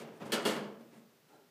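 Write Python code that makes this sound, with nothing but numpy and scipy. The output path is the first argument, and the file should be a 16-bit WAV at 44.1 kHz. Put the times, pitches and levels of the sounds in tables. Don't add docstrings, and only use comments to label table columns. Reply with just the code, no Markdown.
import sys
import numpy as np
from scipy import signal
from scipy.fft import rfft, irfft
from scipy.io import wavfile

SR = 44100
rng = np.random.default_rng(int(sys.argv[2]) if len(sys.argv) > 2 else 0)


def transcribe(signal):
    frames = np.atleast_2d(signal).T
    limited = np.clip(frames, -1, 1)
    pcm = np.round(limited * 32767).astype(np.int16)
    wavfile.write(sys.argv[1], SR, pcm)


N = 66150

# frequency_hz, level_db
HISS_SPECTRUM = [(25, -23), (70, -12), (140, 13.5), (400, 10), (900, 2), (2000, 0), (5000, -4),
                 (10000, -10), (15000, -5.5)]
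# start_s,
# level_db, bass_db, treble_db, t60_at_1khz_s, push_rise_s
BUMP_BLOWS = [(0.0, -47, -0.5, 3.5, 0.5, 0.00033), (0.066, -53, -13, -4, 1, 0.0037),
              (0.124, -59.5, 5, -2, 0.37, 0.0049), (0.197, -43.5, -1, -3, 0.26, 0.0084),
              (0.214, -42.5, -17, -5.5, 0.15, 0.0033), (0.248, -54, 15.5, 11, 0.14, .006),
              (0.286, -44, 0, -2, 0.37, 0.009), (0.496, -36, -12, 4, 0.1, 0.0026),
              (0.553, -44.5, -2, 12, 0.12, .012), (0.606, -50, 7.5, -26, 0.092, 0.0034),
              (0.794, -63, 9, 12, 0.13, 0.0096), (0.905, -56.5, 3, 5, 0.28, 0.024)]
# frequency_hz, level_db
BUMP_SPECTRUM = [(40, -42), (80, -32), (130, 0), (230, -2.5), (450, 1.5), (850, -9), (1500, -15),
                 (2400, -18), (2900, -18), (4000, -25), (15000, -39.5)]
# frequency_hz, t60_s, level_re_blow_db
ROOM_REVERB = [(133, 0.76, -6.5), (395, 0.89, -2.5), (1250, 0.63, 2), (3080, 0.41, -0.5),
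               (7000, 0.37, -3.5), (13900, 0.27, -20)]
# start_s, lower_mode_db, upper_mode_db
PANEL_FLEXES = [(0.0, -76, -47.5), (0.21, -49, -44), (0.564, -41.5, -50), (0.605, -47.5, -55),
                (0.784, -68, -50.5), (0.957, -59.5, -53.5)]
# middle_s, half_length_s, level_db
WIRE_STROKES = [(0.008, 0.019, -58.5), (0.17, 0.036, -70.5), (0.271, 0.023, -61), (0.428, 0.024, -55),
                (0.846, 0.042, -78), (0.972, 0.033, -68), (1.328, 0.051, -75)]
# frequency_hz, level_db
WIRE_SPECTRUM = [(300, -34), (1200, 10), (2800, 4), (5500, -3), (9000, -0.5), (15000, -16)]
# start_s, level_db, bass_db, treble_db, t60_at_1khz_s, push_rise_s
CLACK_BLOWS = [(0.3202, -29.5, -3, -2.5, 0.29, 0.0012), (0.4516, -30.5, -3.5, -5, 0.65, 0.00052)]
# frequency_hz, level_db
SNAP_SPECTRUM = [(60, -60), (400, -13), (1300, -8), (3200, 5), (3800, -1), (4600, -1), (6000, -13),
                 (15000, -10)]
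# frequency_hz, level_db
SHEET_SPECTRUM = [(40, -43), (80, -29), (115, -20.5), (160, -4.5), (230, -1.5), (330, -2), (450, -0.5),
                  (800, -8), (1400, -8), (1700, -8), (1890, -11.5), (2180, -7), (2450, -13.5), (3000, -7),
                  (3350, -8), (3750, -13), (4500, -9.5), (5700, -16), (8500, -14.5), (9400, -17),
                  (11800, -18), (15500, -28.5)]
# pitch_hz, first_clack_db, second_clack_db, t60_s
PANEL_MODES = [(150, -65, -47, .8), (206, -48, -36, .6), (233, -38, -34, .65), (281, -58, -43, .55),
               (316, -47, -44, .6), (344, -41, -43, .6), (420, -36, -33, .52), (478, -43, -56, .7),
               (515, -43, -39, .5), (561, -42, -44, .7), (668, -47, -38, .55), (888, -54, -44, .6),
               (1000, -56, -45, .55), (1349, -39, -44, .38), (1434, -42, -45, .5), (1768, -43, -49, .45),
               (2143, -43, -52, .27), (2583, -45, -61, .4), (2833, -65, -39, .38), (2912, -42, -51, .45),
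               (3030, -60, -59, 1.0), (3261, -44, -51, .35), (3340, -52, -34, .08), (4045, -41, -58, .2),
               (4540, -53, -48, .3), (4814, -47, -59, .3), (8360, -51, -58, .25), (9020, -49, -68, .2)]
# pitch_hz, width_hz, level_db
CASE_RESONANCES = [(260, 95, -4), (406, 41, 3.5), (587, 45, -2.5), (803, 160, -4.5), (1380, 40, -4),
                   (1600, 59, -15.5), (3140, 60, -22), (4000, 100, -18)]

TIME_S, BIN_HZ = np.arange(N) / SR, np.arange(N // 2 + 1) * SR / N


def undb(db):
    return 10 ** (np.asarray(db) / 20)


def along(hz, table, column=1):
    table = np.array(table, float)
    return np.interp(np.log(np.maximum(hz, 1)), np.log(table[:, 0]), table[:, column])


def noise(spectrum):
    coloured = irfft(rfft(rng.standard_normal(N)) * undb(along(BIN_HZ, spectrum)), N)
    return coloured / coloured.std()


def flutter(hz):
    return np.interp(TIME_S * hz, np.arange(N), rng.standard_normal(N))


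def crowded_modes(spectrum, count=27):
    centres_hz = 40 * 2 ** (np.arange(count)[:, None] / 3)
    thirds_away = 3 * np.log2(np.maximum(BIN_HZ, 1) / centres_hz)
    gain = np.cos(np.clip(thirds_away, -1, 1) * np.pi / 2) * undb(along(BIN_HZ, spectrum))
    gain /= np.sqrt(np.mean(np.sum(gain ** 2, axis=0)))
    return centres_hz, irfft(rfft(rng.standard_normal((count, N))) * gain, N)


def blows(table, spectrum, hold_s=0.017, bass_build_s=0.007, room_build_s=0.028, treble_damping=0.27):
    hz, bands = crowded_modes(spectrum)
    grid_s = TIME_S[::16]
    bass_shelf, treble_shelf = 1 / (1 + (hz / 450) ** 2), 1 / (1 + (3000 / hz) ** 2)
    build_s = bass_build_s / (1 + (hz / 586) ** 2)
    room_t60, room_db = along(hz, ROOM_REVERB), along(hz, ROOM_REVERB, column=2)
    power = 0
    for start, db, bass_db, treble_db, t60, push_s in table:
        age = np.maximum(grid_s - start, 0)
        strength = undb(db + bass_db * bass_shelf + treble_db * treble_shelf)
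        rise = 1 - np.exp(-age / (push_s + build_s))
        fade = undb(-60 * np.maximum(age - hold_s, 0) / t60 * (hz / 1000) ** treble_damping)
        room_rise = 1 - np.exp(-age / (push_s + room_build_s))
        room_fade = undb(room_db - 60 * age / room_t60)
        power += strength ** 2 * ((rise * fade) ** 2 + (room_rise * room_fade) ** 2)
    return sum(band * np.interp(TIME_S, grid_s, level) for band, level in zip(bands, np.sqrt(power)))


def mode(start, hz, db, t60, rise_s):
    age = np.maximum(TIME_S - start, 0)
    rise = (1 - np.exp(-age / rise_s)) ** 2
    fade = undb(db + 1.8 * flutter(35) - 60 * age / t60)
    phase = 2 * np.pi * (hz * age + rng.random()) + 0.35 * flutter(30)
    return rise * fade * np.sin(phase)


def hiss(level_db=-67):
    return undb(level_db) * noise(HISS_SPECTRUM)


def bumps():
    return blows(BUMP_BLOWS, BUMP_SPECTRUM)


def panel_hum(pitches_hz=(206, 231)):
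    return sum(mode(start, hz, db, t60=0.5, rise_s=0.0061)
               for start, *levels_db in PANEL_FLEXES for hz, db in zip(pitches_hz, levels_db))


def scrapes(grit_db=3, grit_hz=270):
    level = sum(undb(db) / (1 + ((TIME_S - middle) / half_length) ** 4)
                for middle, half_length, db in WIRE_STROKES)
    return level * noise(WIRE_SPECTRUM) * undb(grit_db * flutter(grit_hz))


def clacks(snap_db=-31, snap_t60_s=0.012):
    snap_level = sum((TIME_S >= start) * undb(snap_db - 60 * np.abs(TIME_S - start) / snap_t60_s)
                     for start, *_ in CLACK_BLOWS)
    return snap_level * noise(SNAP_SPECTRUM) + blows(CLACK_BLOWS, SHEET_SPECTRUM)


def panel_ring(bass_build_s=0.0037):
    return sum(mode(start, hz, db, t60, rise_s=bass_build_s / (1 + hz / 1000))
               for hz, *levels_db, t60 in PANEL_MODES for (start, *_), db in zip(CLACK_BLOWS, levels_db))


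def rub(start_s=1.284, length_s=0.06, rise_s=0.04, t60_s=0.48, level_db=-57):
    body_power = sum(undb(db) ** 2 / (1 + (2 * (BIN_HZ - hz) / width) ** 2) ** 1.3
                     for hz, width, db in CASE_RESONANCES)
    low_cut = BIN_HZ ** 2 / (BIN_HZ ** 2 + 150 ** 2)
    hollow = irfft(rfft(rng.standard_normal(N)) * np.sqrt(body_power) * low_cut, N)
    age = np.maximum(TIME_S - start_s, 0)
    rise = 1 - np.exp(-age / rise_s)
    fade = undb(level_db - 60 * np.maximum(age - length_s, 0) / t60_s)
    return rise * fade * hollow / hollow.std()


def scene():
    return (hiss() + bumps() + panel_hum() + scrapes() + clacks() + panel_ring() + rub())[None]


def record(dry):
    return signal.sosfilt(signal.ellip(10, 0.2, 70, 15300, fs=SR, output="sos"), dry)


dry = scene()
out = record(dry)
transcribe(out)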